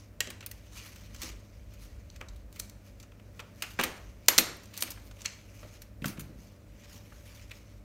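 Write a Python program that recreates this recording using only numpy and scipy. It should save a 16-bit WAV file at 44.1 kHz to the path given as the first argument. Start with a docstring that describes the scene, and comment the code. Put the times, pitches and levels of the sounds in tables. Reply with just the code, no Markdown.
"""A hand stapler is fitted over a paper plate, squeezed until the staple snaps through, released and laid on a plastic table.
Its ticks and knocks are short noise rattles through resonances; a steel strip, shell, plate and table ring as fading sines.
Fingers and paper rub as grainy filtered noise, over room tone, wavering hum and swelling low rumble.
A tiled room answers with noise that fades at its own speed in each frequency band."""
import sys
import numpy as np
from scipy import signal
from scipy.fft import rfft, irfft, next_fast_len
from scipy.io import wavfile
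from scipy.ndimage import uniform_filter1d, map_coordinates

SR = 44100
rng = np.random.default_rng(int(sys.argv[2]) if len(sys.argv) > 2 else 0)


def how_loud(loudness_db):
    """Turn decibels into a plain amplitude multiplier (0 dB gives 1, 20 dB gives 10)."""
    steps = np.asarray(loudness_db, float) / 20
    return 10 ** steps


def put_to_file(sound):
    """Save the sound as 16-bit audio at rate SR, in the file named by the first command-line argument."""
    columns = np.atleast_2d(sound).T  # one column per channel
    safe = np.clip(columns, -1, 1)
    whole_steps = np.round(safe * 32767)
    wavfile.write(sys.argv[1], SR, whole_steps.astype(np.int16))


N = 345725  # length in samples

# In all tables, fade_s is the time to fall by 60 dB.

# room tone, relative shape: pitch_hz, level_db (per Hz)
AIR_SPECTRUM = [(41, -36.5), (70, -5), (108, -5.5), (145, -10.5), (205, -8), (380, -19), (586, -16),
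                (808, -28), (2360, -31.5), (3330, -39), (6040, -39), (10200, -44), (13100, -42.5),
                (15400, -41.5), (16500, -58)]
AIR_DB = -57
# a far appliance hums: pitch_hz, peak_db, wavers_per_s
HUM_TONES = [(100.1, -53.5, 15), (201.5, -66, 9), (304.4, -68.5, 8), (581, -69, 29)]
# loudness of the far low rumble: time_s, level_db
RUMBLE_LEVEL = [(0, -57), (.45, -59), (.7, -48), (.85, -55), (1.05, -48), (1.37, -46), (1.48, -59),
                (1.62, -47), (1.81, -53), (1.9, -45), (2.05, -48), (2.31, -43), (2.53, -53), (3.1, -57),
                (3.9, -58), (4.08, -48), (4.37, -61), (5.3, -54), (7.84, -55)]
RUMBLE_WOBBLE_DB = 1.5
# rumble, relative shape: pitch_hz, level_db (per Hz)
RUMBLE_SPECTRUM = [(15, -42.5), (35, -15.5), (50, 1.5), (62, -5.5), (80, -10.5), (100, -37.5), (200, -89.5)]

# fingers, paper and string slide: start_s, length_s, scrape_db, fizz_db (relative to the scrape)
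SLIDES = [(0, .03, -62, -9), (.735, .03, -55, -8), (.77, .02, -50.5, -8), (.8, .05, -55.5, -10),
          (.855, .015, -51, -4), (.9, .16, -60, -10), (1.13, .07, -61, -10), (1.225, .02, -46, -7),
          (1.26, .015, -47, -12), (1.29, .03, -57, -12), (1.825, .01, -55, -6), (2.55, .1, -62, -5),
          (2.86, .02, -63, -7), (3.01, .01, -65, -7), (3.37, .03, -65, -6), (3.58, .02, -62, -4),
          (3.64, .07, -54, -7), (3.82, .05, -45, -19), (3.9, .08, -60, -10), (4.755, .12, -52, -8),
          (5.06, .02, -62, -1), (5.19, .05, -60, -7), (5.27, .06, -58, -14), (5.55, .14, -62, -6),
          (5.74, .02, -58.5, -10), (6.075, .015, -50, 1), (6.39, .07, -65, -5), (6.8, .08, -62, -10),
          (6.91, .07, -58, -6), (7.05, .18, -65, -6), (7.26, .17, -60, -6.5), (7.53, .05, -62, -6)]
RISE_DB_PER_S, FALL_DB_PER_S = 450, 300  # how a slide starts and dies
# long faint rubbing of the grip, underneath the slides: start_s, length_s, scrape_db
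GRIP_SPELLS = [(.3, 1.1, -68), (1.45, .95, -69.5), (2.7, .6, -77), (3.35, 2.5, -68), (6.2, 1.6, -69)]
GRIP_FIZZ_DB, GRIP_WOBBLE_DB = -10, 2.5  # fizz is relative to the scrape
# dull part of the rubbing, relative shape: pitch_hz, level_db (per Hz)
SCRAPE_SPECTRUM = [(470, -43.5), (800, -8.5), (1290, -5.5), (1500, -8), (2320, -4), (3580, -7), (4710, -6),
                   (6380, -4.5), (9000, -17), (11700, -38), (19800, -120)]
# fine part of the rubbing, relative shape: pitch_hz, level_db (per Hz)
FIZZ_SPECTRUM = [(4410, -24.5), (7500, -9), (10200, -0.5), (14900, -0.5), (16200, -12), (16500, -39.5)]
# colour the plate gives to the scrape: pitch_hz, width_hz (centre to 1/e of the boost), boost_db
PAPER_COLOUR = [(1950, 93, 3.5), (2350, 200, 3.5), (2900, 150, 3), (4260, 300, 1), (6100, 600, 1)]

# steel parts tick and snap: start_s, shell_db (before a shared lift),
# arm_db and edge_db (both relative to the shell), fade_s
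STEEL_CLICKS = [(.2042, -23.5, 7, -2.5, .014), (.2719, -40, 1, -13, .014), (.302, -39, -4, -4.5, .03),
                (.406, -48, -.5, -12, .039), (.4616, -48, 4, 14, .021), (.466, -50.5, 4.5, 3, .03),
                (.5127, -49.5, 4.5, 8.5, .029), (.9582, -54.5, 1.5, -3, .044), (1.1452, -50.5, 2, -4, .035),
                (1.161, -56, 7, -4, .027), (1.217, -48, 6.5, 2, .07), (1.231, -48.5, 10, 3, .029),
                (1.735, -62, 1, 0, .05), (2.1003, -56, 12.5, -12, .009), (2.1596, -54, 1, -6, .033),
                (2.284, -64, 11, -3, .046), (2.36, -63, 1, 0, .04), (2.5257, -61.5, 8, 6, .021),
                (2.5589, -53, -2, -5, .056), (2.592, -58, 8, 8, .03), (2.5968, -41, 10, 9.5, .022),
                (2.6958, -56.5, 10.5, 7, .018), (2.999, -59, 6.5, -3, .041), (3.027, -64, 8, -1, .05),
                (3.401, -48, 1, -11, .025), (3.6215, -32, -1, -5, .038), (3.705, -56, -8, -3, .038),
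                (3.735, -60, -4, 2, .03), (3.811, -31, -6, -2, .024), (3.835, -29, -5, -2.5, .046),
                (3.839, -33, -6, 2, .012), (4.2597, -64, 3, 0, .039), (4.2827, -19, 4, -5, .021),
                (4.2837, -12, 5, 2.5, .016), (4.2905, -36, -4, 0, .053), (4.3791, -23, 10.5, 1.5, .02),
                (4.3832, -16, 6, -3, .017), (4.389, -32.5, -15, 6, .076), (4.566, -66, 3, 16, .025),
                (4.633, -62.5, 5, 2, .065), (4.656, -63, 8, 3, .03), (4.7384, -49.5, 3, -3, .025),
                (4.766, -45.5, 4, -5, .018), (4.775, -51.5, 12, 12.5, .039), (4.806, -55.5, 13, 17, .049),
                (4.8225, -26, 5.5, 5, .017), (4.833, -39, -4, 4, .027), (4.9038, -54, 11, 15.5, .048),
                (4.916, -50, 10, 0, .024), (5.206, -57, 6, -5, .03), (5.217, -53, 10.5, -2, .02),
                (5.245, -52, 2, -5, .06), (5.2577, -30.5, 9, -12, .013), (5.1102, -62, 6, -8, .04),
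                (5.8183, -53, 3, 4, .036), (6.056, -40, 0, -1, .055), (6.079, -50.5, 8.5, 10, .037),
                (6.194, -46.5, 0, 5, .031), (6.205, -52, 3, 5.5, .043)]
CLICK_PLATE_DB = -8  # relative to the shell: a steel click shakes the plate only weakly
# duller knocks of plastic on paper or table: start_s, shell_db (before a shared lift),
# plate_db (relative to the shell), fade_s
DULL_KNOCKS = [(.2056, -35, -6.5, .051), (.4258, -49.5, -6, .078), (2.206, -54, 0, .03),
               (2.211, -37.5, .5, .019), (2.223, -58, 5, .045), (3.033, -59, 3.5, .029),
               (3.118, -55, -1, .02), (3.1967, -59, -4, .024), (3.3927, -43, .5, .054),
               (3.635, -42.5, -3, .065), (3.7886, -35, 9, .067), (3.795, -29.5, -2.5, .062),
               (3.827, -37, -6, .079), (4.877, -46.5, -2, .043), (4.974, -58.5, 8.5, .039),
               (5.1102, -59.5, 5.5, .046), (5.251, -39, -12, .082), (5.388, -59, -1, .037),
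               (5.629, -57, 5, .055), (6.0193, -49, -9, .033), (6.0419, -34, 0, .023),
               (6.049, -43, 4, .017), (6.172, -53, -8, .054), (6.177, -47, 2, .013),
               (7.12, -64.5, 8.5, .051), (7.494, -58, -9, .04), (7.5085, -45, -12, .03),
               (7.5135, -41, -12, .03)]
KNOCK_ARM_DB, KNOCK_EDGE_DB = -11, -16  # relative to the shell: a knock hardly reaches the steel
# The next four list pitch_hz, width_hz, level_db for one pass; the sound passes twice.
# plastic shell
SHELL_PEAKS = [(1760, 960, 0), (2480, 800, 6), (3420, 1800, 0)]
# paper plate
PLATE_PEAKS = [(520, 330, -1.5), (824, 320, 1), (1350, 730, 0.5)]
# steel arm and magazine
ARM_PEAKS = [(4167, 1930, -1), (6150, 920, 3), (7420, 1580, -1)]
# hard steel edges
EDGE_PEAKS = [(8720, 1300, 2.5), (12000, 2500, 3.5), (15300, 3100, 1.5)]

# contacts that ring the spring strip: start_s, level_db
STRIP_BLOWS = [(.4609, -54), (4.2875, -19.5), (4.387, -21.5), (4.775, -44), (4.807, -34), (4.834, -52),
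               (4.9043, -45), (5.8192, -60), (6.056, -39), (6.079, -50), (6.194, -42)]
# spring strip: pitch_hz, level_db, fade_s
STRIP_TONES = [(6912, -6, .07), (11415, 0, .1), (11460, -15, .13), (14000, -16, .08)]
# the shell pings at a pitch set by the grip: start_s, level_db, pitch_hz
SHELL_PINGS = [(.2055, -24.5, 1890), (.515, -43, 1950), (2.212, -39.5, 2300), (3.622, -27, 2350),
               (3.797, -26.5, 1146), (3.84, -29, 1240), (4.824, -33, 2450), (5.259, -38, 4260),
               (5.63, -46, 590), (5.65, -46, 590), (6.043, -37, 1550), (4.2845, -20, 3600),
               (4.384, -21, 4040), (7.511, -43, 2436), (7.516, -45, 1900)]
# contacts that flex the whole plate: start_s, level_db
PLATE_BLOWS = [(0.272, -37), (1.231, -39), (2.21, -42), (3.791, -28.5), (3.796, -29.5), (3.837, -33),
               (4.283, -29), (4.382, -23), (4.822, -39), (5.63, -43), (6.295, -43), (6.33, -45)]
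# flexing plate: pitch_hz, level_db, fade_s
PLATE_TONES = [(195, -9.5, 0.084), (247, -8.5, 0.19), (328, -11.5, 0.25), (378, -11.5, 0.12),
               (514, -9.5, .14), (583, -14, .1)]
# the stapler lands and rocks on the table: start_s, level_db
TABLE_BLOWS = [(6.022, -30), (6.04, -40), (6.057, -27), (6.101, -37.5), (6.184, -36.5), (6.196, -35.5),
               (6.293, -42.5), (6.312, -48), (6.357, -41.5)]
# table top: pitch_hz, level_db, fade_s
TABLE_TONES = [(147.5, -6.5, 0.25), (175, -3.5, 0.092), (206.4, -3.5, .14), (258, -5, 0.079),
               (445, -18.5, .1)]

# how long the room holds each pitch: pitch_hz, fade_s
ROOM_FADE = [(150, 0.56), (500, 0.63), (1500, 0.53), (4000, 0.46), (9000, .4), (16000, 0.26)]
# the room's share of the sound: pitch_hz, level_db
ROOM_SHARE = [(150, -4.5), (1000, -5), (4000, -11), (8000, -13.5), (11400, -14), (16000, -16.5)]
# a dip in the microphone's response: pitch_hz, width_hz (centre to 1/e of the dip), level_db
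MICROPHONE_DIP = (10400, 330, -2.5)
TOP_HZ = 15950  # middle of the step down in the highest treble


def unit(x):
    """Scaled to rms 1."""
    return x / np.sqrt(np.mean(x ** 2) + 1e-20)


def along(points, hz):
    """Reads a curve of (Hz, value) points on a log pitch axis."""
    f, value = np.transpose(points)
    return np.interp(np.log(hz + 1), np.log(f + 1), value)


def wobble(rate):
    """A smooth random curve, rate knots a second."""
    knots = rng.standard_normal(int(N * rate / SR) + 4)
    return map_coordinates(knots, [np.arange(N) * rate / SR])


def filtered(x, response):
    """x through a filter given as a (complex) response at each frequency."""
    m = next_fast_len(N + 8192)
    return irfft(rfft(x, m) * response(np.fft.rfftfreq(m, 1 / SR)), m)[:N]


def coloured(x, spectrum):
    """x shaped by the given spectrum, rms 1."""
    return unit(filtered(x, lambda hz: how_loud(along(spectrum, hz))))


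def bumps(hz, peaks):
    """Bell-shaped boosts or dips, summed in dB."""
    return sum(db * np.exp(-((hz - centre) / width) ** 2) for centre, width, db in peaks)


def resonant(x, peaks):
    """x twice through causal resonances, leaving the power of white noise unchanged."""
    def bank(f):
        total = 0
        for k, (centre, width, db) in enumerate(peaks):
            damping = 1j * f * width
            total = total + (-1) ** k * how_loud(db) * damping / (centre * centre - f * f + damping)
        return total ** 2
    return filtered(x, lambda f: bank(f) / np.sqrt(np.mean(abs(bank(f)) ** 2)))


def struck(blows, modes, attack):
    """Every blow starts the modes from rest, at new strengths; attack is the swell time in seconds."""
    t, out = np.arange(SR // 2) / SR, np.zeros(N + SR)
    swell = 1 - np.exp(-t / attack)
    for start, blow_db in blows:
        tones = np.zeros(len(t))
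        for hz, db, fade in modes:
            fading = how_loud(db + 2 * rng.standard_normal() - 60 * t / fade)
            tones += fading * np.sin(2 * np.pi * hz * t)
        out[round(start * SR):][:len(t)] += how_loud(blow_db) * swell * tones
    return out[:N]


def background():
    """Room tone, an unsteady hum and a low rumble that swells."""
    air = how_loud(AIR_DB + .8 * wobble(3)) * coloured(rng.standard_normal(N), AIR_SPECTRUM)
    t, hum = np.arange(N) / SR, np.zeros(N)
    for hz, db, rate in HUM_TONES:
        level = how_loud(db + 1.5 * wobble(rate))
        hum += level * np.sin(2 * np.pi * hz * t + .5 * wobble(rate))
    rumble = coloured(rng.standard_normal(N), RUMBLE_SPECTRUM)
    times, levels = np.transpose(RUMBLE_LEVEL)
    rumble_db = np.interp(t, times, levels) + RUMBLE_WOBBLE_DB * wobble(8)
    return air + hum + how_loud(rumble_db) * rumble


def stroke(start, length, db):
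    """Gain of one slide: a quick rise, a hold, a slower fall."""
    t = np.arange(N) / SR
    rise_db = RISE_DB_PER_S * np.clip(start - t, 0, .5)
    fall_db = FALL_DB_PER_S * np.clip(t - start - length, 0, .5)
    return how_loud(db - rise_db - fall_db)


def patchy(x, patchy_db):
    """x with random patches of gain over time and frequency."""
    z = signal.stft(x, nperseg=256)[2]
    field = uniform_filter1d(rng.standard_normal(z.shape), size=4, axis=0)  # smooth over frequency
    field = uniform_filter1d(field, size=12, axis=1)  # smooth over time
    return signal.istft(z * how_loud(patchy_db * unit(field)), nperseg=256)[1][:N]


def rubbing():
    """Sliding contact: clumped grains of friction, dull scrape and fine fizz."""
    grip = how_loud(GRIP_WOBBLE_DB * wobble(12)) * sum(stroke(*row) for row in GRIP_SPELLS)
    slide_power = np.array([stroke(s, length, db) for s, length, db, _ in SLIDES]) ** 2
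    scrape_gain = np.sqrt(slide_power.sum(0) + grip ** 2)
    fizz_share = how_loud([row[3] for row in SLIDES]) ** 2
    fizz_gain = np.sqrt(fizz_share @ slide_power + (how_loud(GRIP_FIZZ_DB) * grip) ** 2)
    grains = how_loud(1.3 * wobble(60) + 2.2 * wobble(500))  # slow clumps and fast grains
    scrape = coloured(patchy(grains * rng.standard_normal(N), patchy_db=2.1), SCRAPE_SPECTRUM)
    scrape = unit(filtered(scrape, lambda hz: how_loud(bumps(hz, PAPER_COLOUR))))
    fizz = coloured(patchy(grains * rng.standard_normal(N), patchy_db=3.0), FIZZ_SPECTRUM)
    return scrape_gain * scrape + fizz_gain * fizz


def stapler():
    """Every contact is a short rattle that shakes shell, plate, arm and edges."""
    t, power = np.arange(SR // 5) / SR, np.zeros((4, N + SR))
    contacts = [(s, db, CLICK_PLATE_DB, arm, edge, fade) for s, db, arm, edge, fade in STEEL_CLICKS]
    contacts += [(s, db, plate_db, KNOCK_ARM_DB, KNOCK_EDGE_DB, fade) for s, db, plate_db, fade in DULL_KNOCKS]
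    for start, db, plate_db, arm_db, edge_db, fade in contacts:
        onset = 1 - np.exp(-t / .0006)
        rattle = how_loud(db + 3.5 - 60 * t / fade) * onset  # 3.5 dB is the shared lift
        part_gains = how_loud([[0], [plate_db], [arm_db], [edge_db]])
        power[:, round(start * SR):][:, :len(t)] += (rattle * part_gains) ** 2
    chatter = how_loud(1.8 * wobble(1500))  # each contact is a cluster of tiny impacts
    shake = np.sqrt(power[:, :N]) * chatter * rng.standard_normal((4, N))
    parts = (SHELL_PEAKS, PLATE_PEAKS, ARM_PEAKS, EDGE_PEAKS)
    return sum(resonant(x, peaks) for x, peaks in zip(shake, parts))


def ring():
    """The spring strip sings on after the sharper contacts; the shell pings briefly."""
    pings = sum(struck([(s, db)], [(hz, 0, .05)], attack=0.00042) for s, db, hz in SHELL_PINGS)
    return struck(STRIP_BLOWS, STRIP_TONES, attack=0.004) + pings


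def plate():
    """The firmer contacts flex the plate and make it drum."""
    return struck(PLATE_BLOWS, PLATE_TONES, attack=0.0011)


def table():
    """Soft blows set the hollow table top booming."""
    return struck(TABLE_BLOWS, TABLE_TONES, attack=.002)


def room(x):
    """Diffuse echo: the energy in each band lingers and dies at its own speed."""
    hz, t, z = signal.stft(x, SR, nperseg=256)
    keep = how_loud(-120 * t[1] / along(ROOM_FADE, hz))  # energy kept per step; 120 as energy is squared
    energy, held = np.zeros(z.shape), 0
    for k in range(2, len(t)):  # the echo starts two steps late
        held = keep * held + (1 - keep) * abs(z[:, k - 2]) ** 2
        energy[:, k] = held
    noise = signal.stft(rng.standard_normal(N), nperseg=256)[2]
    noise = noise / np.sqrt(np.mean(abs(noise) ** 2))
    echo = noise * np.sqrt(energy) * how_loud(along(ROOM_SHARE, hz))[:, None]
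    return signal.istft(echo, nperseg=256)[1][:N]


def scene():
    """Near sources, their echo and the background; thumps and thin ringing stir the room less."""
    contacts = stapler() + plate() + rubbing()
    thumps, tones = table(), ring()
    echo = room(contacts + how_loud(-3) * tones + how_loud(-6) * thumps)
    return (contacts + tones + thumps + echo + background())[None]


def low_pass(x):
    """Removes everything above the highest recorded frequency."""
    return signal.sosfilt(signal.butter(12, 17020, fs=SR, output="sos"), x)


def record(dry):
    """The phone colours the sound and clips loud snaps softly; a separate step then dulls the top treble."""
    heard = filtered(dry[0], lambda hz: how_loud(bumps(hz, [MICROPHONE_DIP])))
    soft = heard / (1 + abs(heard) ** 6) ** (1 / 6)  # never passes full scale

    def treble_step(hz):
        """Slides from 0 to -16 dB around TOP_HZ."""
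        return how_loud(-16 / (1 + np.exp(np.minimum((TOP_HZ - hz) / 60, 50))))
    mix = filtered(soft, treble_step)
    return low_pass(mix[None])


dry = scene()
out = record(dry)
put_to_file(out)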